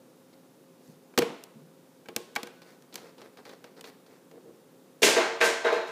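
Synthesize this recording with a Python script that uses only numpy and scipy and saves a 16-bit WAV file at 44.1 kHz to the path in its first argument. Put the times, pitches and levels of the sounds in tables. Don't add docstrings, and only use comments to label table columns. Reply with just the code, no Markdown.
import sys
import numpy as np
from scipy import signal
from scipy.fft import rfft, irfft
from scipy.io import wavfile

SR = 44100
rng = np.random.default_rng(int(sys.argv[2]) if len(sys.argv) > 2 else 0)


def master_out(mix):
    frames = np.transpose(np.atleast_2d(mix))
    ceiling = np.clip(frames, -1, 1)
    pcm = np.round(ceiling * 32767).astype(np.int16)
    wavfile.write(sys.argv[1], SR, pcm)


N = 260631

# t/s, relative level/dB, bass/dB, treble/dB, clack of the case/dB
TABLE_BLOWS = [(1.138, -50.5, -10, -16, -16.5), (1.1765, -17, -6, -2.5, -23), (1.1863, -24.5, -3, 5.5, -34),
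               (1.189, -30.5, 9, 10, -34), (1.2198, -23.5, -8, -9, -19), (1.298, -36, -6, -32, -28),
               (1.4379, -60.5, -14, 22, -35), (2.058, -53, -16.5, -4, -6), (2.0855, -39, -3.5, -4, -14),
               (2.1627, -34, -1, 13.5, -10), (2.3534, -45, -18, 8, -37), (2.3609, -24.5, -16.5, -2.5, -7.5),
               (2.431, -37.5, -2, 4, -22), (2.4706, -49, -18, 6, -3), (2.822, -59.5, -5, 6, -16),
               (2.9414, -47, -5, 8, -20), (2.956, -41, -25, 11, -22), (3.8096, -48, -10, 7.5, -26)]
# t/s, relative level/dB
WEIGHT_SHIFTS = [(0.884, -48.5), (1.555, -50.5), (1.582, -56), (1.615, -53)]
# t/s, duration/s, rub level/dB, brightness/dB, opening tap/dB
ARM_SLIDES = [(0.326, 0.025, -64, 0, -80), (0.801, .17, -74.5, 14, -80), (2.618, 0.15, -57.5, -2, -49),
              (2.924, 0.11, -53.5, 1, -57), (2.977, .15, -52.5, -5.5, -45), (3.18, 0.041, -51.5, -7, -52),
              (3.216, 0.075, -54.5, -7.5, -45.5), (3.3714, 0.046, -51, -9.5, -51),
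              (3.452, 0.048, -50, -7, -46), (3.4924, 0.068, -51, -4.5, -45.5), (3.641, 0.057, -57, -7, -44),
              (3.765, .05, -52.5, -7.5, -63), (3.8408, 0.071, -49.5, -0.5, -43),
              (4.062, 0.14, -59, -6, -60), (4.3124, 0.1, -58.5, -23.5, -52.5),
              (4.442, 0.083, -61, -27, -74)]
# t/s, lag between legs/s, first leg/dB, second leg/dB, frame/dB,
# weight on the first leg/dB, hardness of the legs/dB, slap of the frame/dB, second leg's f/Hz
CHAIR_LANDINGS = [(5.019, .0098, -25, -21, -27.5, 7, 7.5, 6, 2700),
                  (5.160, .02, -17.5, -25.5, -43, -10.5, -10, -5, 730),
                  (5.404, .0072, -21, -20, -32, -16, -7, 9.5, 2210),
                  (5.644, .0165, -20, -26.5, -26, -11, -16, -13.5, 1400),
                  (5.871, .01, -41, -49, -54, -6, -4.5, 10, 1490)]
# rise time/s, frame ring/dB, direct crack/dB
CHAIR_CONTACTS = [(0.0033, -2, -4), (0.0043, -0.5, 3), (0.0048, 4, -11)]
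# f/Hz, relative level/dB, T60/s
TOP_MODES = [(171, -50, 0.56), (219, -10, .35), (278.6, -29, 0.99), (332, -62, 0.75), (360, 5, 0.3),
             (381.2, -7, 0.28), (452.5, 13, 0.16), (478, 6.5, 0.3), (668, -14.5, 0.83), (912, -17, 0.18),
             (1076, -8, 0.54)]
PHONE_MODES = [(829, -7, 0.14), (1584, 4, 0.032), (1880, -11, 0.067), (2280, -2, 0.055), (2640, -19, 0.046),
               (1132, -19, 0.33), (1494, -31, 1.36), (1640, -26, 0.59)]
FRAME_MODES = [(341.6, -9.5, 0.55), (371, -6, 0.46), (420.5, 1.5, 0.23), (459.6, 0, 0.49), (479, 1.5, 0.25),
               (573.4, -9, 0.63), (642, 4, 0.34), (667, -4.5, 0.68), (887, -10.5, 0.94), (1033, -6.5, 0.67),
               (1128, -17.5, 0.93), (1458, -16, 0.78), (1586, -12, 0.31), (1572, -4, 0.64),
               (2043, -9, 0.16), (2390, -14, 0.27), (2424, -14, 0.25), (2620, -7, 0.2), (3475, -24, 0.39),
               (3700, -17, 0.74), (3840, -9, 0.5), (3957, -20, 0.52), (4160, -17, 0.8), (4430, -25, 0.93),
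               (5220, -26, 0.94), (6000, -28, 0.59)]
SHIFT_MODES = [(159, -6.5, 0.11), (226, 0, 0.076), (292, -27, 0.11), (378, -14.5, 0.1)]
# f/Hz, relative level/dB
KNOCK_SPECTRUM = [(70, -69), (120, -10), (200, -1.5), (420, 6), (800, -4.5), (1600, -11.5), (2700, -8),
                  (4000, -11), (6000, -14.5), (11000, -24.5), (16000, -22)]
CRASH_SPECTRUM = [(70, -48), (130, -20.5), (250, -1), (420, 1.5), (750, -1.5), (1200, -5.5), (1900, -2),
                  (2700, -5.5), (4000, -9), (6500, -10.5), (10000, -21), (16000, -30.5)]
CLOTH_SPECTRUM = [(70, -21), (250, -12.5), (450, -0.5), (800, -8.5), (1300, -10.5), (2200, -11.5),
                  (3000, -18.5), (4500, -13.5), (8000, -22.5), (16000, -27)]
WALL_SPECTRUM = [(70, -27), (200, -1.5), (500, -8), (1200, -7), (3000, -10), (6000, -14.5), (11000, -12),
                 (16000, -19)]
BACKGROUND_SPECTRUM = [(18, -85), (30, -74), (90, -46), (103, -16.5), (161, -6.5), (194, -8), (259, -7.5),
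                       (328, -6.5), (526, -8), (569, -15), (684, -16.5), (988, -19), (2060, -28),
                       (13700, -33), (16000, -34.5)]
# f/Hz, level/dB
APPLIANCE_TONES = [(172, -72.5), (260, -66), (533, -67), (3741, -86.5)]
# f/Hz, T60/s
ROOM_T60 = [(100, 0.35), (500, 0.63), (2000, 0.65), (4000, 0.61), (7000, 0.54), (11000, 0.31),
            (16000, 0.26)]

BAND_HZ = 80 * 2 ** (np.arange(24) / 3)
BAND_FILTERS = [signal.butter(2, [f / 2 ** (1 / 6), f * 2 ** (1 / 6)], "bandpass", fs=SR, output="sos")
                for f in BAND_HZ]
BLOW_GAIN = np.sqrt(SR // 100)
CONTACT_T60_S, CONTACT_HALVING_DB = 0.026, 15
TAP_BASS_DB, TAP_TREBLE_DB, TAP_CLACK_DB = -9, -4, -17.5
FIRST_LEG_HZ, FRAME_HZ = 395, 580
SCRAPE_HZ, SCRAPE_BANDWIDTH_HZ, SCRAPE_LAG_S = 4300, 1100, 0.0028
REFLECTION_DELAY_S = 0.005


def table_impacts():
    out = np.zeros(N)
    taps = [(s, tap_db, TAP_BASS_DB, TAP_TREBLE_DB, TAP_CLACK_DB) for s, *_, tap_db in ARM_SLIDES]
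    for s, db, bass_db, treble_db, clack_db in TABLE_BLOWS + taps:
        t60 = CONTACT_T60_S * 2 ** (-treble_db / CONTACT_HALVING_DB)
        gains = band_shares(KNOCK_SPECTRUM) * undb(db + tilt(BAND_HZ, bass_db, treble_db)) * BLOW_GAIN
        crack = burst(gains, t60 * (2500 / BAND_HZ) ** 0.14, rise_s=0.00011)
        snap = undb(db + treble_db + 21) * np.exp(-t60 / 0.0057) * np.array([0.98, 0.91, 0.019, -0.47])
        thump = undb(db + bass_db - 4.5) * thud(hz=251, t60=0.04)
        case = undb(db + clack_db + 11) * ring(PHONE_MODES, rise_s=0.00072, scatter_db=0.5)
        top = undb(db + 0.44 * bass_db - 2.5) * ring(TOP_MODES, rise_s=0.0039, scatter_db=3)
        for part in (crack, snap, thump, case, top):
            add(out, s, part)
        wall_db = lookup(WALL_SPECTRUM, BAND_HZ) - 0.21 * tilt(BAND_HZ, 0, treble_db)
        tail = burst(gains * undb(wall_db), lookup(ROOM_T60, BAND_HZ), rise_s=0.00072)
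        add(out, s + REFLECTION_DELAY_S, tail)
    return out


def thud(hz, t60):
    t = np.arange(SR // 5) / SR
    swing = np.sin(2 * np.pi * hz * t) * decay(t, t60)
    return swing / np.linalg.norm(swing) * BLOW_GAIN


def bouncing_chair():
    out = np.zeros(N)
    for s, lag_s, first_db, second_db, frame_db, weight_db, hard_db, slap_db, second_hz in CHAIR_LANDINGS:
        first = (s, first_db, weight_db, hard_db - 3.5, FIRST_LEG_HZ)
        second = (s + lag_s, second_db, -13, hard_db, second_hz)
        frame = (s + 4.6 * lag_s, frame_db, 0.53 * slap_db - 3, slap_db, FRAME_HZ)
        for (onset_s, *blow), contact in zip((first, second, frame), CHAIR_CONTACTS):
            for part in floor_impact(*blow, *contact):
                add(out, onset_s, part)
    return out


def floor_impact(db, bass_db, treble_db, struck_hz, rise_s, ring_db, crack_db):
    gains = band_shares(CRASH_SPECTRUM) * undb(db + tilt(BAND_HZ, bass_db, treble_db)) * BLOW_GAIN
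    nearness = np.exp(-(np.log2(BAND_HZ / struck_hz) / 0.5) ** 2)
    modes = [(hz, mode_db - 8 * min(abs(np.log2(hz / struck_hz)), 1), t60)
             for hz, mode_db, t60 in FRAME_MODES]
    direct_db = crack_db + 0.098 * treble_db - 7.5 + 10.6 * nearness
    crack = burst(gains * undb(direct_db), np.full(len(BAND_HZ), 0.03), rise_s=0.00053)
    wash = burst(gains * undb(5.5 + 3.5 * nearness), lookup(ROOM_T60, BAND_HZ), rise_s)
    frame = undb(db + ring_db) * ring(modes, rise_s, scatter_db=2.74, detune=0.0081, far=True)
    return crack, wash, frame


def sleeve_rubs():
    out = np.zeros(N)
    for s, duration_s, db, bright_db, _ in ARM_SLIDES:
        n = int(duration_s * SR)
        catches = np.repeat(rng.exponential(size=SR // 32), 32)[:n]
        grains = undb(3 * np.minimum(catches, 4.5)) * rng.standard_normal(SR)[:n]
        cloth = colour(grains, CLOTH_SPECTRUM, bass_db=-0.63 * bright_db, treble_db=bright_db)
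        add(out, s, undb(db) * cloth * np.sin(np.linspace(0, np.pi, n)))
    return out


def cuff_scrapes():
    out = np.zeros(N)
    t = np.arange(SR // 100) / SR
    for s, _, db, bright_db, _ in ARM_SLIDES:
        hz = SCRAPE_HZ * (1 + 0.059 * rng.standard_normal())
        resonance = np.sin(2 * np.pi * hz * t) * np.exp(-np.pi * SCRAPE_BANDWIDTH_HZ * t)
        slips, n = np.zeros(SR // 10), 0
        for gap, size in 0.5 + rng.random((6, 2)):
            slips[n] = size
            n += int(SR * 0.0023 * gap)
        scrape = np.convolve(slips, resonance)
        gain = undb(db + min(bright_db, 0)) * BLOW_GAIN
        add(out, s + SCRAPE_LAG_S, gain * scrape / np.linalg.norm(scrape))
    return out


def weight_shifts():
    out = np.zeros(N)
    for s, db in WEIGHT_SHIFTS:
        add(out, s, undb(db + 10.5) * ring(SHIFT_MODES, rise_s=0.0063, scatter_db=2.5))
    return out


def reverberation(x):
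    gains = undb(lookup(WALL_SPECTRUM, BAND_HZ)) * np.sqrt(BAND_HZ / SR / 2)
    response = np.zeros(N)
    add(response, REFLECTION_DELAY_S, burst(gains, lookup(ROOM_T60, BAND_HZ), rise_s=0.0034))
    return signal.fftconvolve(x, response[:SR])[:N]


def appliance():
    t = np.arange(N) / SR
    out = undb(-58) * colour(rng.standard_normal(N), BACKGROUND_SPECTRUM)
    for hz, db in APPLIANCE_TONES:
        drift = np.interp(t, np.linspace(0, t[-1], 30), rng.standard_normal(30))
        out += undb(db) * np.sqrt(2) * np.sin(2 * np.pi * hz * t + 0.63 * drift)
    return out


def ring(modes, rise_s, scatter_db, detune=0.00408, far=False):
    t = np.arange(SR * 3 // 4) / SR
    out = 0
    for hz, db, t60 in modes:
        partial_hz = hz * (1 + detune * rng.standard_normal((3, 1)))
        cycles = partial_hz * t + far * rng.random((3, 1))
        envelope = decay(t, t60)
        wave = np.sin(2 * np.pi * cycles).sum(0) * envelope
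        wave *= np.linalg.norm(envelope) / np.linalg.norm(wave)
        out += undb(db + scatter_db * rng.standard_normal()) * wave
    return out * (1 - np.exp(-t / rise_s)) / np.linalg.norm(undb(np.array(modes)[:, 1]))


def burst(gains, t60s, rise_s):
    t = np.arange(int((max(t60s) + 0.05) * SR)) / SR
    out = 0
    for sos, gain, t60 in zip(BAND_FILTERS, gains, t60s):
        envelope = (1 - np.exp(-t / rise_s)) * decay(t, t60)
        band = signal.sosfilt(sos, rng.standard_normal(len(t)) * envelope)
        out += gain * band / np.linalg.norm(band)
    return out


def colour(x, spectrum, bass_db=0, treble_db=0):
    hz = np.maximum(np.fft.rfftfreq(len(x), 1 / SR), 1)
    shaped = irfft(rfft(x) * undb(lookup(spectrum, hz)), len(x))
    shaped /= np.sqrt(np.mean(shaped ** 2))
    return irfft(rfft(shaped) * undb(tilt(hz, bass_db, treble_db)), len(x))


def tilt(hz, bass_db, treble_db):
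    bass = np.clip(np.log2(850 / hz) / 0.98, 0, 1)
    treble = np.clip(np.log2(hz / 1300) / 2.32, 0, 1.12)
    return bass_db * bass + treble_db * treble


def band_shares(spectrum):
    gain = undb(lookup(spectrum, BAND_HZ)) * np.sqrt(BAND_HZ)
    return gain / np.linalg.norm(gain)


def lookup(table, hz):
    f, value = np.transpose(table)
    return np.interp(np.log(np.maximum(hz, 1)), np.log(f), value)


def decay(t, t60):
    return np.exp(-np.log(1000) * t / t60)


def undb(db):
    return 10 ** (np.asarray(db) / 20)


def add(track, s, sound):
    i = int(s * SR)
    track[i:i + len(sound)] += sound[:max(N - i, 0)]


def scene():
    settling = sleeve_rubs() + cuff_scrapes() + weight_shifts()
    return (table_impacts() + settling + reverberation(settling) + bouncing_chair() + appliance())[None]


def record(dry):
    thin = signal.sosfilt(signal.butter(4, 108, "highpass", fs=SR, output="sos"), dry)
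    return signal.sosfilt(signal.ellip(10, 0.2, 70, 15450, fs=SR, output="sos"), thin)


dry = scene()
out = record(dry)
master_out(out)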